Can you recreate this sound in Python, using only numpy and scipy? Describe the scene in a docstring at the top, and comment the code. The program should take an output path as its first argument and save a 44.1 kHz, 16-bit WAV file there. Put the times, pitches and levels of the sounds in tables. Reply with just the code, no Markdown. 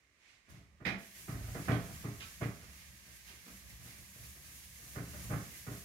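"""In a small bare classroom a felt duster is set against a wall-hung whiteboard and rubbed back and forth.
Slipping fibres hiss (filtered grains and noise) and their drag makes the panel rumble (filtered noise). The
duster knocks and judders on the board, ringing the panel's modes, and noise bursts make its frame buzz. The
duster's hard back clacks and its rim scuffs (shaped noise and grains). A sleeve rustles faintly, with two early
swishes, and room hiss lies under it all (filtered noise)."""
import sys
import numpy as np
from scipy import signal
from scipy.fft import rfft, irfft
from scipy.io import wavfile
from scipy.ndimage import uniform_filter1d

SR = 44100
rng = np.random.default_rng(int(sys.argv[2]) if len(sys.argv) > 2 else 0)


def int16_out(signal):
    """Quantize to a 16-bit WAV file."""
    q = np.round(np.clip(np.atleast_2d(signal).T, -1, 1) * 32767)
    wavfile.write(sys.argv[1], SR, q.astype(np.int16))


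N = 257544
T = np.arange(N) / SR
FREQS_HZ = np.fft.rfftfreq(N, 1 / SR)

# strokes of the duster, each lasting until the next:
# (start [s], fastest at [s], relative hiss when fastest [dB], relative drag when fastest [dB])
WIPE_STROKES = [(0.971, 1.05, -60.5, -70), (1.131, 1.19, -57.5, -58), (1.38, 1.62, -55.5, -49),
                (1.789, 1.963, -55.5, -46.5), (2.138, 2.285, -56.5, -55.5), (2.62, 2.76, -58.5, -56),
                (3.011, 3.165, -58, -62), (3.232, 3.286, -58, -60.5), (3.409, 3.568, -58, -60),
                (3.62, 3.706, -60, -52.5), (3.79, 3.878, -58.5, -55.5), (4.089, 4.264, -59.5, -54.5),
                (4.417, 4.566, -59, -58), (4.731, 4.956, -57, -54.5), (5.011, 5.24, -55, -46.5),
                (5.46, 5.59, -55.5, -58.5), (5.67, 5.762, -55.5, -54.5)]
# felt pressed on the board before wiping:
# (time [s], relative hiss [dB], relative drag [dB], hiss fade [dB/s])
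FELT_TOUCHES = [(0.502, -63, -55.5, 103), (0.862, -59.5, -51.5, 104)]


def undb(db):
    """Decibels to gain."""
    return 10 ** (np.asarray(db) / 20)


def unit(x):
    """Scale to rms 1."""
    return x / np.sqrt(np.mean(x ** 2))


def over_hz(points):
    """Join (Hz, value) points on a log-frequency axis."""
    hz, value = np.transpose(points)
    return np.interp(np.log(FREQS_HZ + 1), np.log(hz), value)


def filtered(x, response):
    """Apply a frequency response as a short filter, with silence beyond both ends."""
    half = 4096
    taps = np.roll(irfft(response, N), half, axis=-1)[..., :2 * half]
    taps = taps * signal.get_window("hann", 2 * half)
    spread = signal.fftconvolve(np.atleast_2d(x), np.atleast_2d(taps), axes=1)
    return spread[:, half:half + N]


def colour(x, points):
    """Shape by a (Hz, dB) spectrum, keeping the power of white noise."""
    return filtered(x, unit(undb(over_hz(points))))


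def lowpass(x, hz):
    """Gentle first-order low-pass."""
    return signal.sosfilt(signal.butter(1, hz, fs=SR, output="sos"), x)


def fade_in(full_at_s, length_s):
    """A ramp from silence that is complete at full_at_s."""
    return np.clip((T - full_at_s) / length_s + 1, 0, 1)


def walk(rate_hz):
    """Smooth random wander with a spread of 1."""
    k = int(SR / rate_hz)
    steps = np.repeat(rng.standard_normal(N // k + 1), k)
    return unit(uniform_filter1d(steps, k)[:N])


def diffuse():
    """White noise at two microphone ports: alike in the bass, unrelated in the treble."""
    # likeness of the ports: (frequency [Hz], likeness [0-1])
    port_likeness = [(100, 0.78), (290, 0.88), (640, 0.96), (1000, 0.68), (1500, 0)]
    mid, side = rfft(rng.standard_normal((2, N)))
    like = np.clip(over_hz(port_likeness), -.99, .99)
    mid = mid * np.sqrt((1 + like) / 2)
    side = side * np.sqrt((1 - like) / 2)
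    return irfft(np.array([mid + side, mid - side]), N)


def add(track, sound, start_s):
    """Mix a sound into a track."""
    i = int(start_s * SR)
    track[i:i + len(sound)] += sound[:N - i]


def room(x, wet_db):
    """Direct sound plus a dense tail whose treble dies sooner."""
    t60_s, treble_t60_s = 0.41, 0.31
    noise, t = diffuse()[:, :SR], T[:SR]
    low = lowpass(noise, 2500)
    tail = low * 1000 ** (-t / t60_s) + (noise - low) * 1000 ** (-t / treble_t60_s)
    tail *= 1 - np.exp(-t / .003)
    tail /= np.sqrt(np.sum(tail ** 2) / 2)  # unit energy per port
    wet = signal.fftconvolve(np.atleast_2d(x), tail, axes=1)[:, :N]
    return x + undb(wet_db) * wet


def fibres(slips_per_s, spread_db):
    """Countless tiny slips of uneven size."""
    slips = (rng.random(N) < slips_per_s / SR) * rng.standard_normal(N)
    extra_db = spread_db * np.minimum(rng.exponential(size=N), 4)
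    return unit(slips * undb(extra_db))


def air():
    """Faint hiss of the room, its level barely wandering."""
    # colour of the room: (frequency [Hz], relative level [dB])
    air_colour = [(18, -32), (30, 11.5), (92, 3.5), (203, -4.5), (390, -4.5), (445, -8.5), (659, -8),
                  (856, -20), (1140, -4), (1410, -14), (1980, 1), (3250, -29), (6430, -16), (15600, -27)]
    return colour(diffuse(), air_colour) * undb(.5 * walk(2.0) - 73)


def sleeve():
    """Shirt cloth slides over itself: a faint rustle that swells when the arm lifts."""
    # swishes: (time [s], level [dB], half length [s])
    swishes = [(0.306, -64, 0.076), (0.559, -65.5, 0.071)]
    # colour of the cloth: (frequency [Hz], relative level [dB])
    cloth_colour = [(500, -11.5), (1300, -6), (2100, 5.5), (3200, -3), (6500, -7.5), (9000, -15.5),
                    (15000, -32)]
    power = undb(-74.5) ** 2  # constant rustle
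    for at_s, db, half_s in swishes:
        power = power + undb(db) ** 2 * np.exp(-((T - at_s) / half_s) ** 2)
    return colour(diffuse(), cloth_colour) * np.sqrt(power) * undb(0.34 * walk(46))


def ring(modes):
    """Impulse response of a set of decaying modes."""
    t = T[:SR // 2]
    return sum(undb(db) * np.cos(2 * np.pi * hz * t) * np.exp(-np.log(1000) * t / t60_s)
               for hz, db, t60_s in modes)


def bumps(pushes, buzz_rise_s, buzz_decay_s, buzz_lead_s):
    """A soft push rings the panel, and its loose edge chatters in the frame."""
    # whiteboard modes: (frequency [Hz], relative level [dB], T60 [s])
    panel_modes = [(67.3, -30, 1), (87, -41, 0.037), (124, 5, 0.1), (148.2, 5.5, 0.078),
                   (168.2, -7.5, 0.22), (184, -7, 0.14), (243.8, -13.5, 0.2), (291.5, -2, 0.15),
                   (316, -27, 0.34), (422, -22, 0.46), (409.8, -6.5, 0.2), (459, -72, 0.25),
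                   (568, -13.5, 0.43), (674, -3.5, 0.45)]
    # strong wall reflections: (delay [s], gain)
    wall_echoes = [(.034, 0.73), (.042, 0.31), (.068, .25)]
    # colour of the frame: (frequency [Hz], relative level [dB])
    buzz_colour = [(90, -56), (170, 16), (300, 6), (450, 1), (700, 0), (900, -5), (1300, 1), (1700, -2),
                   (2200, -4.5), (3000, -19), (5000, -34), (12000, -34)]
    force, chatter, t = np.zeros(N), np.zeros(N), T[:SR // 2]
    burst = (1 - np.exp(-t / buzz_rise_s)) ** 2 * np.exp(-t / buzz_decay_s)
    for at_s, thud_db, buzz_db, push_ms in pushes:
        width_s = push_ms / 1000
        push = np.sin(np.pi * np.minimum(t / width_s, 1)) ** 2
        add(force, undb(thud_db) * push / push.sum(), at_s - width_s / 2)
        # the edge starts to chatter just before the panel lands
        add(chatter, undb(buzz_db) * burst, at_s - buzz_lead_s)
    # bending waves need a moment to spread across the panel
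    panel = -ring(panel_modes) * (1 - np.exp(-t / 0.005))
    direct = signal.fftconvolve(force, panel)[:N]
    thud = direct + sum(gain * np.interp(T - delay_s, T, direct, left=0)
                        for delay_s, gain in wall_echoes)
    rattle = undb(2.46 * walk(300) + 0.55)
    buzz = colour(chatter * diffuse() * rattle, buzz_colour)
    return undb(-10.5) * room(thud, wet_db=-11.5) + undb(7) * room(buzz, wet_db=0.5)


def hand():
    """Relative hiss and drag [dB]: touches die away, then strokes speed up and slow to each turn."""
    last_turn_s, touch_rise_s, settle_db_per_s = 5.81, 0.02, 22
    turn_hiss_loss_db, turn_drag_loss_db, turn_sharpness = 3, 1, 0.87
    starts, fastest, hiss_db, drag_db = np.transpose(WIPE_STROKES)
    moments = np.sort(np.concatenate([starts, fastest, [last_turn_s]]))
    # 1 at the turns, 0 at full speed
    slowing = np.interp(T, moments, 1 - np.arange(len(moments)) % 2) ** turn_sharpness
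    wiping = fade_in(starts[0] + touch_rise_s, touch_rise_s)
    hiss = wiping * undb(np.interp(T, fastest, hiss_db) - turn_hiss_loss_db * slowing)
    drag = wiping * undb(np.interp(T, fastest, drag_db) - turn_drag_loss_db * slowing)
    for at_s, touch_db, press_db, fade_db_per_s in FELT_TOUCHES:
        landed = fade_in(at_s, touch_rise_s)
        since_s = np.maximum(T - at_s, 0)
        touch_hiss = landed * undb(touch_db - fade_db_per_s * since_s)
        touch_drag = landed * (1 - wiping) * undb(press_db - settle_db_per_s * since_s)
        hiss = np.hypot(hiss, touch_hiss)
        drag = np.hypot(drag, touch_drag)
    return 20 * np.log10(np.array([hiss, drag]) + 1e-9)


def felt(stroke_db):
    """Fibres slip over the gloss, brighter on fast strokes; dried ink adds a coarser scratch."""
    # colours of felt and of dried ink: (frequency [Hz], relative level [dB])
    felt_colour = [(350, -60), (550, -13), (820, -18), (1170, -6.5), (1420, -12.5), (1610, 1.5), (2080, -1),
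                   (3860, -5), (5200, -3.5), (6530, 0), (7900, -3.5), (11800, -1), (15600, -8)]
    ink_colour = [(600, -14), (1400, -12), (2000, 1), (3200, -5), (6000, -5.5), (12000, -39)]
    # slow change of the treble in the hiss: (time [s], added level [dB])
    treble_drift = [(0.55, -6), (1.2, 0), (2.2, -4), (3.1, -5), (4.3, 3.5), (5.0, 0), (5.7, -0.5)]
    hiss_db = stroke_db + 0.4 * walk(35)
    grains = room(fibres(slips_per_s=5600, spread_db=1.0), wet_db=11)
    rub = colour(unit(diffuse() + 0.17 * grains), felt_colour)
    body = lowpass(rub, 6000)
    sheen_db = 0.54 * np.clip(hiss_db + 62, -9, 4) + np.interp(T, *np.transpose(treble_drift))
    hiss = (body + (rub - body) * undb(sheen_db)) * undb(hiss_db + 4.0)
    coarse = room(fibres(slips_per_s=2100, spread_db=8.0), wet_db=16.5)
    ink = colour(unit(coarse), ink_colour)
    scratch_db = 0.68 * hiss_db + 0.18 * walk(5.7) - 23.5
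    scratch = ink * fade_in(WIPE_STROKES[0][0], 0.12) * undb(scratch_db)
    return hiss + scratch


def rumble(drag_db):
    """Uneven drag keeps the panel stirring: a deep rumble with a faint hollow murmur above it."""
    # colour of the stirred panel: (frequency [Hz], relative level [dB])
    rumble_colour = [(30, -3), (54, 0), (69, 12.5), (88, -2.5), (120, -6), (195, -3), (255, -20),
                     (295, -16.5), (370, -30), (550, -21.5), (850, -26), (1200, -20), (1700, -47.5),
                     (3000, -74)]
    return colour(diffuse(), rumble_colour) * undb(drag_db + 0.71 * walk(16) - 2.5)


def catches(drag_db):
    """The felt snags at random and nudges the panel, harder when it drags; rows as pushes in bumps()."""
    catches_per_s, spread_db, push_ms = 10, 3.5, 7.8
    thud_over_drag_db, buzz_over_drag_db = 12, -14
    hop = 256
    chance = rng.random((N // hop, 2))
    slots = np.arange(len(chance)) * hop
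    snags = chance[:, 0] < catches_per_s * N / SR / len(chance)
    snags &= slots / SR > FELT_TOUCHES[0][0]
    levels_db = drag_db[slots] + spread_db * (2 * chance[:, 1] - 1)
    return [(i / SR, db + thud_over_drag_db, db + buzz_over_drag_db, push_ms)
            for i, db in zip(slots[snags], levels_db[snags])]


def clacks():
    """Hard contacts of the duster's back: noise bursts strongest near 2 kHz, mostly heard via the room."""
    # contacts: (time [s], relative level [dB], decay time [ms])
    contacts = [(0.851, -30, 6.2), (0.866, -26.5, 4.4), (1.148, -59, 13), (1.691, -45.5, 19),
                (1.717, -33.5, 3.8), (2.429, -40.5, 4.7), (5.535, -56, 10.6)]
    # colour of the hard back: (frequency [Hz], relative level [dB])
    back_colour = [(300, -9), (700, -12), (1300, -17.5), (1550, -10), (1850, 2.5), (2200, 0), (2650, -5.5),
                   (3200, -8.5), (4300, -14.5), (6000, -22), (8000, -37), (15000, -54)]
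    contact, t = np.zeros(N), T[:SR // 4]
    for start_s, db, decay_ms in contacts:
        burst = (1 - np.exp(-t / .002)) * np.exp(-1000 * t / decay_ms)
        add(contact, undb(db) * burst, start_s)
    return undb(1.5) * room(colour(contact * diffuse(), back_colour), wet_db=4.5)


def bites():
    """The felt grips as each stroke after the first gets going, pushing the panel; rows as in catches()."""
    delay_s, thud_over_drag_db, buzz_over_hiss_db, push_ms = .065, 5, -6, 3.8
    return [(start_s + delay_s, drag_db + thud_over_drag_db, hiss_db + buzz_over_hiss_db, push_ms)
            for start_s, _, hiss_db, drag_db in WIPE_STROKES[1:]]


def scuffs():
    """The duster's rim catches the gloss: a gritty scrape that swells and dies."""
    # scrapes: (start [s], relative level [dB], time to the peak [s])
    scrapes = [(2.197, -43.5, 0.015), (3.272, -53.5, 0.016)]
    # colour of the rim: (frequency [Hz], relative level [dB])
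    rim_colour = [(800, -3), (1500, 7), (2000, 5.5), (2700, 10.5), (3400, 6.5), (4700, 0), (6500, -3),
                  (14000, -45)]
    contact, t = np.zeros(N), T[:SR // 4]
    for start_s, db, peak_s in scrapes:
        swell = (t / peak_s * np.exp(1 - t / peak_s)) ** 2
        add(contact, undb(db) * swell, start_s)
    grit = contact * fibres(slips_per_s=3600, spread_db=2.0)
    return undb(-4.5) * room(colour(grit, rim_colour), wet_db=2.5)


def scene():
    """Everything at the two ports."""
    # duster knocks and judder on the board: (time [s], relative thud [dB], relative frame buzz [dB], push
    # length [ms])
    board_knocks = [(0.484, -56.5, -59.5, 1.4), (0.54, -38.5, -67, 4), (0.594, -52.5, -81, 2.5),
                    (0.813, -36.5, -50.5, 2.7), (0.870, -32, -37, 1.5), (1.289, -25, -42.5, 3.4),
                    (1.347, -13, -50, 13.8), (1.41, -10, -54.5, 13.9), (1.482, -13, -54, 12.3),
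                    (1.555, -27.5, -40, 3), (1.690, -14, -29, 3.85), (1.714, -24, -41, 2),
                    (1.892, -33, -52, 4.8), (2.047, -24, -43, 2.61), (2.418, -19.5, -36, 3.5),
                    (2.628, -25.5, -58.5, 14), (3.47, -61, -60, 0.96), (3.738, -28, -90, 13.7),
                    (4.965, -26, -40.5, 2.7), (5.139, -41, -52, 3.2), (5.306, -19.5, -40.5, 4.5),
                    (5.326, -23.5, -42.5, 2.8), (5.676, -27, -43, 2.45)]
    hiss_db, drag_db = hand()
    pushes = board_knocks + bites() + catches(drag_db)
    knocks = bumps(pushes, buzz_rise_s=0.013, buzz_decay_s=0.022, buzz_lead_s=0.016) + clacks()
    return felt(hiss_db) + rumble(drag_db) + knocks + scuffs() + sleeve() + air()


def record(dry):
    """The left port hears first and is dull in the mids; deep bass and the top are cut."""
    # port balance: (frequency [Hz], left minus right [dB])
    port_balance = [(60, -1.5), (250, -.5), (400, -.5), (700, -3), (1200, -10), (2200, -12), (3000, -7),
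                    (4400, -2), (8000, -1.5), (12000, 0)]
    lag_s = np.array([[0], [.0003]])
    gains = undb(np.array([[.5], [-.5]]) * over_hz(port_balance))
    gains = gains / np.sqrt(np.mean(gains ** 2, axis=0))
    # long waves reach both ports nearly together
    lag = np.exp(-2j * np.pi * FREQS_HZ * lag_s * FREQS_HZ / (FREQS_HZ + 600))
    heard = filtered(dry, lag * gains)
    heard = signal.sosfilt(signal.butter(6, 43, "high", fs=SR, output="sos"), heard)
    return signal.sosfilt(signal.ellip(10, .2, 70, 15750, fs=SR, output="sos"), heard)


dry = scene()
out = record(dry)
int16_out(out)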